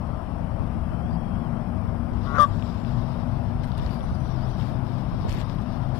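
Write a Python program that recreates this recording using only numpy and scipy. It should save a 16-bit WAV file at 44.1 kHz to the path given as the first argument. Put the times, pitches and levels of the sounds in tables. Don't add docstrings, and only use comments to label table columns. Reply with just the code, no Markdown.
import sys
import numpy as np
from scipy import signal
from scipy.fft import rfft, irfft
from scipy.io import wavfile
from scipy.ndimage import uniform_filter1d

SR = 44100
rng = np.random.default_rng(int(sys.argv[2]) if len(sys.argv) > 2 else 0)


def how_loud(loudness_db):
    steps = np.asarray(loudness_db, float) / 20
    return 10 ** steps


def generate_wav(sig):
    pcm = np.round(np.clip(np.atleast_2d(sig).T, -1, 1) * 32767).astype(np.int16)
    wavfile.write(sys.argv[1], SR, pcm)


N = 264159

# (frequency [Hz], density [dB per Hz])
RUMBLE = [(12, -37), (20, -27), (37, -0.5), (86, -1), (107, 1), (129, -1.5), (167, -1.5), (229, -6.5),
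          (244, -10.5), (260, -10), (278, -11.5), (450, -29.5), (580, -61), (990, -120)]
# (frequency [Hz], density [dB per Hz])
TYRES = [(190, -39), (330, 0), (441, -6.5), (527, -2), (580, -1), (650, 2.5), (788, -1.5), (1110, -5),
         (1850, -19), (3150, -27), (4080, -36), (5460, -33), (6510, -48.5), (9440, -39), (15600, -61.5)]
# (frequency [Hz], left-right likeness [-1..1])
PORT_LIKENESS = [(60, 0.65), (130, 1), (290, 0.96), (640, 0.83), (1410, 0.87), (3100, -0.31),
                 (6820, -0.083), (15000, -0.17)]
# (start [s], end [s], first pitch [Hz], last pitch [Hz], level [dB])
DRONES = [(0, 1.2, 232, 234, -43), (1.1, 3.78, 234, 241.5, -37), (3.85, 4.6, 236, 238, -45),
          (4.7, 5.25, 243, 245, -41), (2.9, 3.95, 127, 128, -34), (4.2, 5.15, 128, 129.5, -32),
          (5.3, 5.7, 127, 128, -39), (5.85, 6.1, 128, 128.5, -32), (.7, 1.5, 102, 101, -38),
          (1.8, 2.7, 99, 99.5, -33), (2.8, 3.2, 99, 100, -38), (3.35, 4.0, 101, 101.5, -36),
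          (4.45, 5.1, 100, 100.5, -35), (5.2, 6.1, 102, 101, -39), (.9, 1.45, 168, 166, -39),
          (1.5, 1.85, 178, 190, -38), (.1, 1.1, 79, 78, -37), (1.75, 2.3, 79, 60, -36),
          (4.1, 4.5, 72, 68, -37), (5.3, 5.65, 245, 246, -46), (5.65, 6.1, 246, 247, -40)]
# (time [s], pitch [Hz])
BIRD_PHRASES = [
    [(.895, 2900), (.925, 3080), (1.0, 3050), (1.04, 3200), (1.075, 3330), (1.11, 3600)],
    [(1.165, 3250), (1.23, 3300), (1.31, 3190), (1.35, 3200), (1.38, 3320), (1.43, 3330), (1.475, 2960)],
    [(1.525, 2970), (1.57, 3100), (1.625, 3440)],
    [(4.02, 5950), (4.115, 5830)],
    [(4.105, 5850), (4.21, 5900)],
    [(4.2, 5850), (4.3, 5760)],
    [(4.29, 5770), (4.345, 5520), (4.375, 4900), (4.397, 4480), (4.415, 4480), (4.44, 5000), (4.465, 5700)],
    [(4.49, 5980), (4.53, 5780), (4.57, 5680)],
    [(3.895, 10700), (3.915, 11000), (3.93, 11600), (3.945, 11500), (3.962, 10700)],
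    [(3.97, 10600), (3.995, 10600), (4.012, 10150), (4.04, 9600), (4.065, 9600)],
]
BIRD_LEVELS = [-64.5, -64.5, -66.5, -70, -72, -67, -60.5, -67, -71, -73]
# (start [s], level [dB], centre [Hz], length [s],
# width [Hz])
FUZZY_SWELLS = [(1.09, -63, 4700, 0.09, 500), (5.262, -66, 7500, .07, 600), (5.378, -65, 7400, .05, 700),
                (3.89, -59, 4750, 0.1, 450.5), (4.14, -58, 4700, 0.033, 600), (4.504, -60, 4550, .018, 500),
                (3.955, -70, 10000, 0.018, 250), (3.66, -69, 13000, .04, 5000), (3.636, -66, 7800, .014, 600),
                (5.285, -63, 12500, .08, 6000), (3.9, -71, 12500, .07, 5000)]
# start [s], end [s], level [dB], centre [Hz], width [Hz]
LEAF_HISS = (2.35, 3.3, -73, 7300, 1500)
# (time [s], level [dB])
BREEZE = [(0, -74), (2.1, -77), (2.22, -58), (3.04, -56.5), (3.45, -64), (3.87, -57.5), (4.67, -59),
          (4.94, -60.5), (5.37, -56.5), (5.99, -63.5)]
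# (frequency [Hz], density [dB per Hz])
BREEZE_COLOUR = [(1470, 5.5), (2500, -4), (3290, 2.5), (3640, 2.5), (4580, -1), (4940, 1), (5540, -1.5),
                 (6310, -15.5), (9250, -25), (15600, -22)]
# (start [s], length [s], level [dB])
SCUFFS = [(3.628, 0.045, -46.5), (3.665, 0.064, -54), (3.768, 0.057, -51), (3.808, 0.18, -55.5),
          (4.56, 0.2, -56.5), (4.587, 0.065, -65), (4.97, 0.084, -61), (5.252, 0.068, -58),
          (5.277, 0.079, -47.5), (5.322, 0.12, -48.5), (5.39, 0.087, -55.5), (5.48, 0.11, -62),
          (5.6, .07, -58), (5.938, .14, -52.5)]
# (frequency [Hz], density [dB per Hz])
SCUFF_COLOUR = [(900, -26), (1600, 9), (2600, 4.5), (3500, 3), (5000, 0), (6200, -10), (7700, -12.5),
                (9500, -20), (12000, -14), (15600, -20)]
# (time [s], peak [dB], ring [Hz], width [Hz], treble tick [dB])
SNAPS = [(2.136, -47, 4500, 2500, -24), (2.596, -42, 2920, 1500, -25), (2.6242, -35, 2700, 1000, -28),
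         (2.6596, -45, 3210, 1500, -38), (2.8484, -38, 2400, 1800, -30), (3.6373, -49, 3600, 3000, -15),
         (3.718, -38, 3500, 1500, -43), (3.751, -43, 3020, 900, -35), (3.7765, -44, 2800, 1500, -30),
         (3.78, -37, 4000, 3000, -3), (3.787, -44, 2900, 1000, -35), (3.7967, -39, 3100, 1200, -35),
         (3.8632, -35, 3880, 1900, -40), (3.8916, -41, 2380, 900, -35), (4.007, -43, 3200, 900, -40),
         (4.1494, -48, 4730, 1500, -30), (4.599, -42, 2800, 1500, -35), (4.611, -40, 3200, 1300, -40),
         (4.622, -44, 3000, 1500, -40), (4.614, -46, 3080, 1300, -40), (4.9894, -55, 3400, 2000, -15),
         (5.2837, -44, 2900, 1200, -30), (5.29, -37, 2600, 1500, -30), (5.294, -34, 5200, 2800, -22),
         (5.2965, -36, 2500, 1500, -30), (5.308, -39, 2700, 1500, -30), (5.319, -31, 3200, 2500, -24),
         (5.326, -31.5, 4600, 3500, -18), (5.349, -40, 4500, 3000, -30), (5.367, -44, 4500, 2500, -30),
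         (5.386, -45, 3500, 1500, -30), (5.401, -40, 3500, 3000, -30), (5.4092, -40, 4200, 2000, -25),
         (5.414, -37, 3280, 1500, -25), (5.4915, -46, 3800, 1500, -35), (5.4977, -35, 3300, 1800, -40),
         (5.5494, -52, 12000, 5000, -20), (5.712, -51, 4500, 2000, -30), (5.587, -44, 2960, 1200, -35),
         (5.6204, -53, 6000, 5000, -8), (5.8267, -45, 2400, 1500, -33)]
# (frequency [Hz], loss [dB])
COVER_LOSS = [(60, 8), (99, 22.5), (160, 17), (270, 16), (450, 23.5), (740, 26.5), (1220, 13), (2010, 21),
              (3330, 18.5), (5500, 30.5), (9080, 29), (15000, 3)]
# (frequency [Hz], gain [dB])
NEAR_SHADOW = [(1500, -3.5), (3500, -14), (4500, -15), (8000, -30), (9300, -4), (11000, -11), (15000, -16)]
# (frequency [Hz], gain [dB])
CAVITY_NOTCHES = [(5500, 0), (6600, -8), (7700, -20), (8300, 0), (10300, 0), (11000, -10), (11800, 0)]
# (start [s], length [s], level [dB], cavity [Hz])
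RUB_STROKES = [(2.39, 0.054, -75, 9200), (3.628, 0.041, -67, 9200), (3.66, .1, -78, 9250),
               (3.765, 0.027, -59, 9200), (3.8, .12, -76, 9300), (3.89, 0.08, -70, 9500),
               (3.955, .07, -68, 10100), (4.01, .08, -72, 9500), (4.08, 0.23, -71, 9800),
               (4.453, 0.083, -69, 9600), (4.52, .23, -75, 9350), (5.28, 0.05, -62, 9300),
               (5.308, .04, -57, 9200), (5.343, 0.09, -67, 9250), (5.42, .08, -77, 9300),
               (5.942, .1, -65, 9300)]
# (time [s], peak [dB], pump [Hz], knock at the start [dB])
THUDS = [(0.418, -25, 77.4, -33), (0.61, -22, 82.9, -29), (0.783, -23, 100.6, -26), (0.921, -23, 83, -27),
         (1.05, -22, 59, -29), (1.134, -21, 99, -30), (1.157, -37, 67, -28), (1.856, -26, 70, -24),
         (2.121, -21, 117, -22), (2.153, -27, 75.6, -27), (3.492, -23, 70.3, -11), (3.562, -22, 66, -19),
         (3.613, -25, 83.1, -30), (3.795, -20, 82.25, -29), (3.832, -22, 66.3, -25),
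         (3.859, -21.5, 56, -33), (4.015, -23, 114.1, -21), (4.042, -25, 51, -29), (4.096, -30, 97, -27),
         (4.126, -15, 88, -37), (4.716, -28, 97, -24), (5.131, -19, 107, -19), (5.149, -24, 102, -26),
         (5.217, -19, 92, -30), (5.257, -16.5, 94.2, -5), (5.293, -16, 77, -11), (5.344, -19, 89, -21),
         (5.378, -23, 117, -15)]
# (time [s], fold rate [Hz], level [dB])
HONK = [(2.24, 132, -50), (2.272, 140, -37), (2.33, 140.5, -34.5), (2.368, 143.5, -27), (2.38, 146, -32),
        (2.384, 147, -23), (2.39, 149, -22), (2.396, 148.5, -17), (2.399, 148.5, -12.5),
        (2.403, 148.5, -14.5), (2.416, 148, -14), (2.44, 144.5, -15.5), (2.454, 138.5, -26),
        (2.46, 140, -39), (2.474, 142, -42)]
# (frequency [Hz], width [Hz], gain [dB])
GRUNT_PIPE = [(666, 760, -12.5), (1130, 170, -1), (1405, 72, -2.5), (1950, 64, -16), (3440, 860, -35)]
# (frequency [Hz], width [Hz], gain [dB])
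HONK_PIPE = [(570, 180, -10), (1195, 285, 3.5), (1320, 91, -5), (1510, 200, -4.5), (1820, 190, -14),
             (3050, 230, -20), (3280, 340, -14.5)]
# (frequency [Hz], width [Hz], gain [dB])
BEAK = [(1300, 200, 5), (2550, 1000, -7), (3600, 490, 6), (4730, 810, -1.5), (5330, 790, -3),
        (6300, 300, -4), (7900, 600, -15), (9050, 2000, -12.5), (10200, 1500, -15), (12500, 3500, -30)]
# (time [s], pitch [Hz], level [dB])
CRACK = [(2.364, 1440, -40), (2.38, 1400, -36), (2.3845, 1320, -22), (2.388, 1270, -27), (2.393, 1300, -26),
         (2.402, 1330, -34)]
# (time [s], pitch [Hz], level [dB])
LOW_CRACK = [(2.38, 520, -42), (2.39, 525, -26), (2.398, 570, -38)]


def evened(x):
    return x / np.sqrt(np.mean(x ** 2) + 1e-20)


def read(points, hz):
    f, value = np.transpose(points)
    return np.interp(np.log(hz + 1), np.log(f + 1), value)


def columns(rows):
    s, *values = np.transpose(rows)
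    t = np.arange(N) / SR
    inside = uniform_filter1d(1. * (t > s[0]) * (t < s[-1]), size=600, mode="nearest")
    return inside, *(np.interp(t, s, v) for v in values)


def held(start, end, fade_s, release_s=None):
    t = np.arange(N) / SR
    ramp = np.minimum((t - start) / max(fade_s, .002), (end - t) / max(release_s or fade_s, .002))
    return np.sin(np.pi / 2 * np.clip(ramp, 0, 1)) ** 2


def resonate(x, hz, width):
    turn = np.exp(2j * np.pi * np.cumsum(hz * np.ones(len(x))) / SR)
    r = np.exp(-np.pi * width / SR)
    return 2 * (turn * signal.lfilter([1 - r], [1, -r], x / turn)).real


def resonate_twice(x, hz, width):
    return resonate(resonate(x, hz, width), hz, width)


def coloured(x, points):
    return irfft(rfft(x) * how_loud(read(points, np.fft.rfftfreq(N, 1 / SR))), N)


def slow(rate):
    lowpass = signal.butter(3, rate, fs=SR / 20, output="sos")
    coarse = signal.sosfilt(lowpass, rng.standard_normal(N // 20 + 2))
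    return evened(np.interp(np.arange(N) / 20, np.arange(len(coarse)), coarse))


def tone(rows, waver, flutter_db):
    inside, hz, level_db = columns(rows)
    turns = np.cumsum(hz * (1 + waver * slow(9.85))) / SR
    return np.sqrt(2) * inside * how_loud(level_db + flutter_db * slow(30.6)) * np.sin(2 * np.pi * turns)


def crackle(colour, grains_per_s, spread_db, share):
    size = how_loud(spread_db * np.minimum(rng.exponential(1, N), 5)) * (rng.random(N) < grains_per_s / SR)
    grains = evened(size * rng.standard_normal(N))
    return evened(coloured(share * grains + rng.standard_normal(N), colour))


def traffic(spectrum, level_db, patchy_db, swell_db):
    frames, hz = N // 512 + 5, np.fft.rfftfreq(2048, 1 / SR)
    a, b, c, d, patches = rng.standard_normal((frames, 1025, 5)).T
    patches = evened(uniform_filter1d(uniform_filter1d(patches, size=14, axis=0), size=10, axis=1))
    swell = evened(uniform_filter1d(rng.standard_normal(frames), size=30))
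    same = np.clip(read(PORT_LIKENESS, hz), -1, 1)[:, None]
    left = a + 1j * b
    right = same * left + np.sqrt(1 - same ** 2) * (c + 1j * d)
    gain_db = read(spectrum, hz)[:, None] + patchy_db * patches + swell_db * swell
    z = np.array([left, right]) * how_loud(gain_db)
    return how_loud(level_db) * evened(signal.istft(z, nperseg=2048, noverlap=1536)[1][:, :N])


def drone(start, end, first_hz, last_hz, level_db, fade_s=.12):
    rows = [(start - 1, first_hz, level_db), (start, first_hz, level_db),
            (end, last_hz, level_db), (end + 1, last_hz, level_db)]
    return held(start - fade_s, end, fade_s) * tone(rows, waver=.005, flutter_db=1.6)


def whistle(rows, level_db):
    inside, hz = columns(rows)
    hz = uniform_filter1d(hz, size=500, mode="nearest") * (1 + .006 * slow(150.))
    return inside * how_loud(level_db + 1.8 * slow(30.)) * np.sin(2 * np.pi * np.cumsum(hz) / SR)


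def fuzzy_swells():
    out, noise = np.zeros(N), rng.standard_normal((len(FUZZY_SWELLS), SR // 8))
    for (s, level_db, hz, length, width), row in zip(FUZZY_SWELLS, noise):
        shape = signal.windows.tukey(round(min(length, .12) * SR), .6)
        fuzz = evened(resonate_twice(row, hz, width))[-len(shape):]
        at = round(s * SR)
        out[at:at + len(shape)] += how_loud(level_db) * shape * fuzz
    return out


def leaf_hiss(start, end, level_db, hz, width):
    gust = how_loud(level_db + 2.2 * slow(11.0)) * held(start, end, .15, 0.68)
    return gust * evened(resonate_twice(rng.standard_normal(N), hz, width))


def grass():
    steps = sum(how_loud(level_db) * held(s, s + length, 0.014, 0.064) for s, length, level_db in SCUFFS)
    breeze = how_loud(columns(BREEZE)[1] + 3.5 + 1.8 * slow(8.2))
    bed = breeze * crackle(BREEZE_COLOUR, 2700, 1.2, 0.66)
    flicker = how_loud(1.3 * slow(150.))
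    return bed + steps * flicker * how_loud(0.5) * crackle(SCUFF_COLOUR, 900, 1.7, 0.54)


def snaps(ring_s=0.0012, rise_s=.0004, tick_hz=8500):
    out, t = np.zeros(N), np.arange(800) / SR
    shape = np.exp(-t / ring_s) * np.minimum(t / rise_s, 1)
    bursts = (1 + rng.standard_normal((len(SNAPS), 2, len(t)))) * shape
    bursts[..., 20] += 12
    for (s, peak_db, hz, width, treble_db), (ring, high) in zip(SNAPS, bursts):
        for _ in range(4):
            ring = resonate(ring, hz, 1.7 * width)
        tick = resonate_twice(high, tick_hz, 5000)
        at = round(s * SR)
        snap = ring / abs(ring).max() + how_loud(treble_db) * tick / abs(tick).max()
        out[at:at + len(t)] += how_loud(peak_db + 2.0) * snap
    return out


def thuds(cycles=0.55, knock_hz=400, knock_s=0.0019):
    out, t = np.zeros(N), np.arange(-1500, 1500) / SR
    phases = 2 * np.pi * rng.random((len(THUDS), 2))
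    for (s, peak_db, hz, knock_db), (low, high) in zip(THUDS, phases):
        pump = np.exp(-(t * hz / cycles) ** 2) * np.sin(2 * np.pi * hz * t + low)
        knock = np.exp(-((t + 0.0053) / knock_s) ** 2) * np.sin(2 * np.pi * knock_hz * t + high)
        at = round(s * SR) - len(t) // 2
        out[at:at + len(t)] += how_loud(peak_db) * (pump + how_loud(knock_db) * knock)
    return out


def rub(width=1500, rest_hz=9300, rest_s=3.6, rest_db=-87, fade_s=0.018):
    rest = how_loud(rest_db) * held(rest_s, 9, fade_s) + how_loud(-99.5)
    strokes = np.array([how_loud(db) * held(s, s + length, fade_s) for s, length, db, _ in RUB_STROKES])
    level = rest + strokes.sum(0)
    hz = (rest * rest_hz + np.transpose(RUB_STROKES)[3] @ strokes) / level
    noise = rng.standard_normal(N) * how_loud(2.4 * slow(40.))
    return level * evened(resonate_twice(noise, hz, width))


def folds(now, hz, turns, register, second_db=-2.0, fourth_db=15.5):
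    k = np.arange(1, 30)[:, None]
    low, high = (sum(how_loud(db) / (1 + 2j * (k * hz - f) / width) ** 2 for f, width, db in pipe)
                 for pipe in (GRUNT_PIPE, HONK_PIPE))
    closed = np.clip((now - 2.422) / .025, 0, 1)
    settled = np.clip((now - 2.402) / .02, 0, 1)
    lock_db = second_db * (1 - register) * (k % 2 == 0)
    lock_db = lock_db + fourth_db * register * (k % 4 == 0) * (k <= 12) * (1 - closed * (k == 12))
    lock_db = lock_db - 14 * settled * (k == 9)
    lock_db = lock_db + closed * (4 * (k == 11) - 4 * (k == 4))
    lock_db = lock_db + register * (3 * (k == 12) + 2 * (k == 7))
    partials = ((1 - register) * low + register * high) * how_loud(lock_db)
    loudness = np.sqrt((abs(partials) ** 2).sum(0) / 2)
    return (partials * np.exp(2j * np.pi * k * turns)).real.sum(0) / loudness


def breath(now, puffs):
    bright_db = 12 * (np.exp(-((now - 2.42) / .024) ** 2) - .75)
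    return evened(sum(how_loud(db + bright_db * (f > 7000)) * resonate_twice(puffs, f, width)
                      for f, width, db in BEAK))


def smooth_air(peak_s=2.44, rise_s=.1, fall_s=.05, level_db=-63):
    since = np.arange(N) / SR - peak_s
    air = resonate(resonate(rng.standard_normal(N), 8500, 5000), 8500, 7000)
    return how_loud(level_db) * np.exp(-(since / np.where(since < 0, rise_s, fall_s)) ** 2) * evened(air)


def with_echo(x, echo_db=-24, echo_t60=0.3):
    t = np.arange(SR // 3) / SR
    tail = rng.choice([-1., 1.], len(t)) * (rng.random(len(t)) < .04) * (t > .012) * how_loud(-60 * t / echo_t60)
    return x + how_loud(echo_db) * signal.fftconvolve(x, tail / np.linalg.norm(tail))[:N]


def goose(break_s=2.39, break_length_s=.012, jitter=.005, shimmer_db=.6):
    span = slice(round(HONK[0][0] * SR) - 600, round(HONK[-1][0] * SR) + 600)
    inside, hz, effort_db = (c[span] for c in columns(HONK))
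    effort_db = uniform_filter1d(effort_db, size=90)
    now = np.arange(N)[span] / SR
    flip = (now - break_s) / break_length_s
    register = np.clip(flip + .5, 0, 1)
    turns = np.cumsum(hz * (1 + jitter * (2 - 1.7 * register) * slow(61.0)[span])) / SR
    puffs = (0.33 + 1.2 * np.exp(-(turns % 1) / 0.36)) * rng.standard_normal(len(hz))
    rasp = evened(resonate_twice(puffs, 1280, 600)) * np.exp(-((now - 2.366) / .022) ** 2)
    voice = folds(now, hz, turns, register) + how_loud(-4) * rasp
    hiss_db = -28 + 10 * np.exp(-(2 * flip + 1) ** 2)
    effort = inside * how_loud(effort_db + shimmer_db * slow(98.0)[span])
    out = np.zeros(N)
    out[span] = effort * (voice + how_loud(hiss_db) * breath(now, puffs))
    out += tone(CRACK, 0.009, 4.8) + tone(LOW_CRACK, 0.009, 2.5)
    return with_echo(out + smooth_air())


def scene():
    near = sum(drone(*row) for row in DRONES) + sum(map(whistle, BIRD_PHRASES, BIRD_LEVELS))
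    near += fuzzy_swells() + leaf_hiss(*LEAF_HISS) + grass() + snaps() + goose()
    both = np.array([near, coloured(near, NEAR_SHADOW)])
    both += traffic(RUMBLE, level_db=-30, patchy_db=0.76, swell_db=0.21)
    both += traffic(TYRES, level_db=-40, patchy_db=1.0, swell_db=0.1)
    both *= how_loud(4.5)
    covered = np.roll(coloured(both[1], [(f, -db) for f, db in COVER_LOSS]), shift=6)
    return np.array([both[0], coloured(covered + rub(), CAVITY_NOTCHES) + thuds()])


def low_pass(x):
    return signal.sosfilt(signal.butter(12, 15710, fs=SR, output="sos"), x)


def record(dry):
    hiss = how_loud(-83.0) * np.diff(rng.standard_normal((2, N + 3)), n=3) * how_loud([[0], [-12]])
    hz, _, z = signal.stft(dry + hiss, SR, nperseg=1024, noverlap=768)
    hz = hz[:, None]
    fine = uniform_filter1d(uniform_filter1d(abs(z) ** 2, size=4, axis=1), size=6, axis=2)
    broad = uniform_filter1d(uniform_filter1d(fine, size=25, axis=1), size=9, axis=2)
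    strength = np.array([.5, .9])[:, None, None] * np.clip((hz - 1500) / 2500, 0, 1)
    z = z * np.clip(abs(fine / (broad + 1e-20)), .05, 1.3) ** strength
    z = z * (hz < 15650)
    mix = signal.istft(z, SR, nperseg=1024, noverlap=768)[1][:, :N]
    return low_pass(mix)


dry = scene()
out = record(dry)
generate_wav(out)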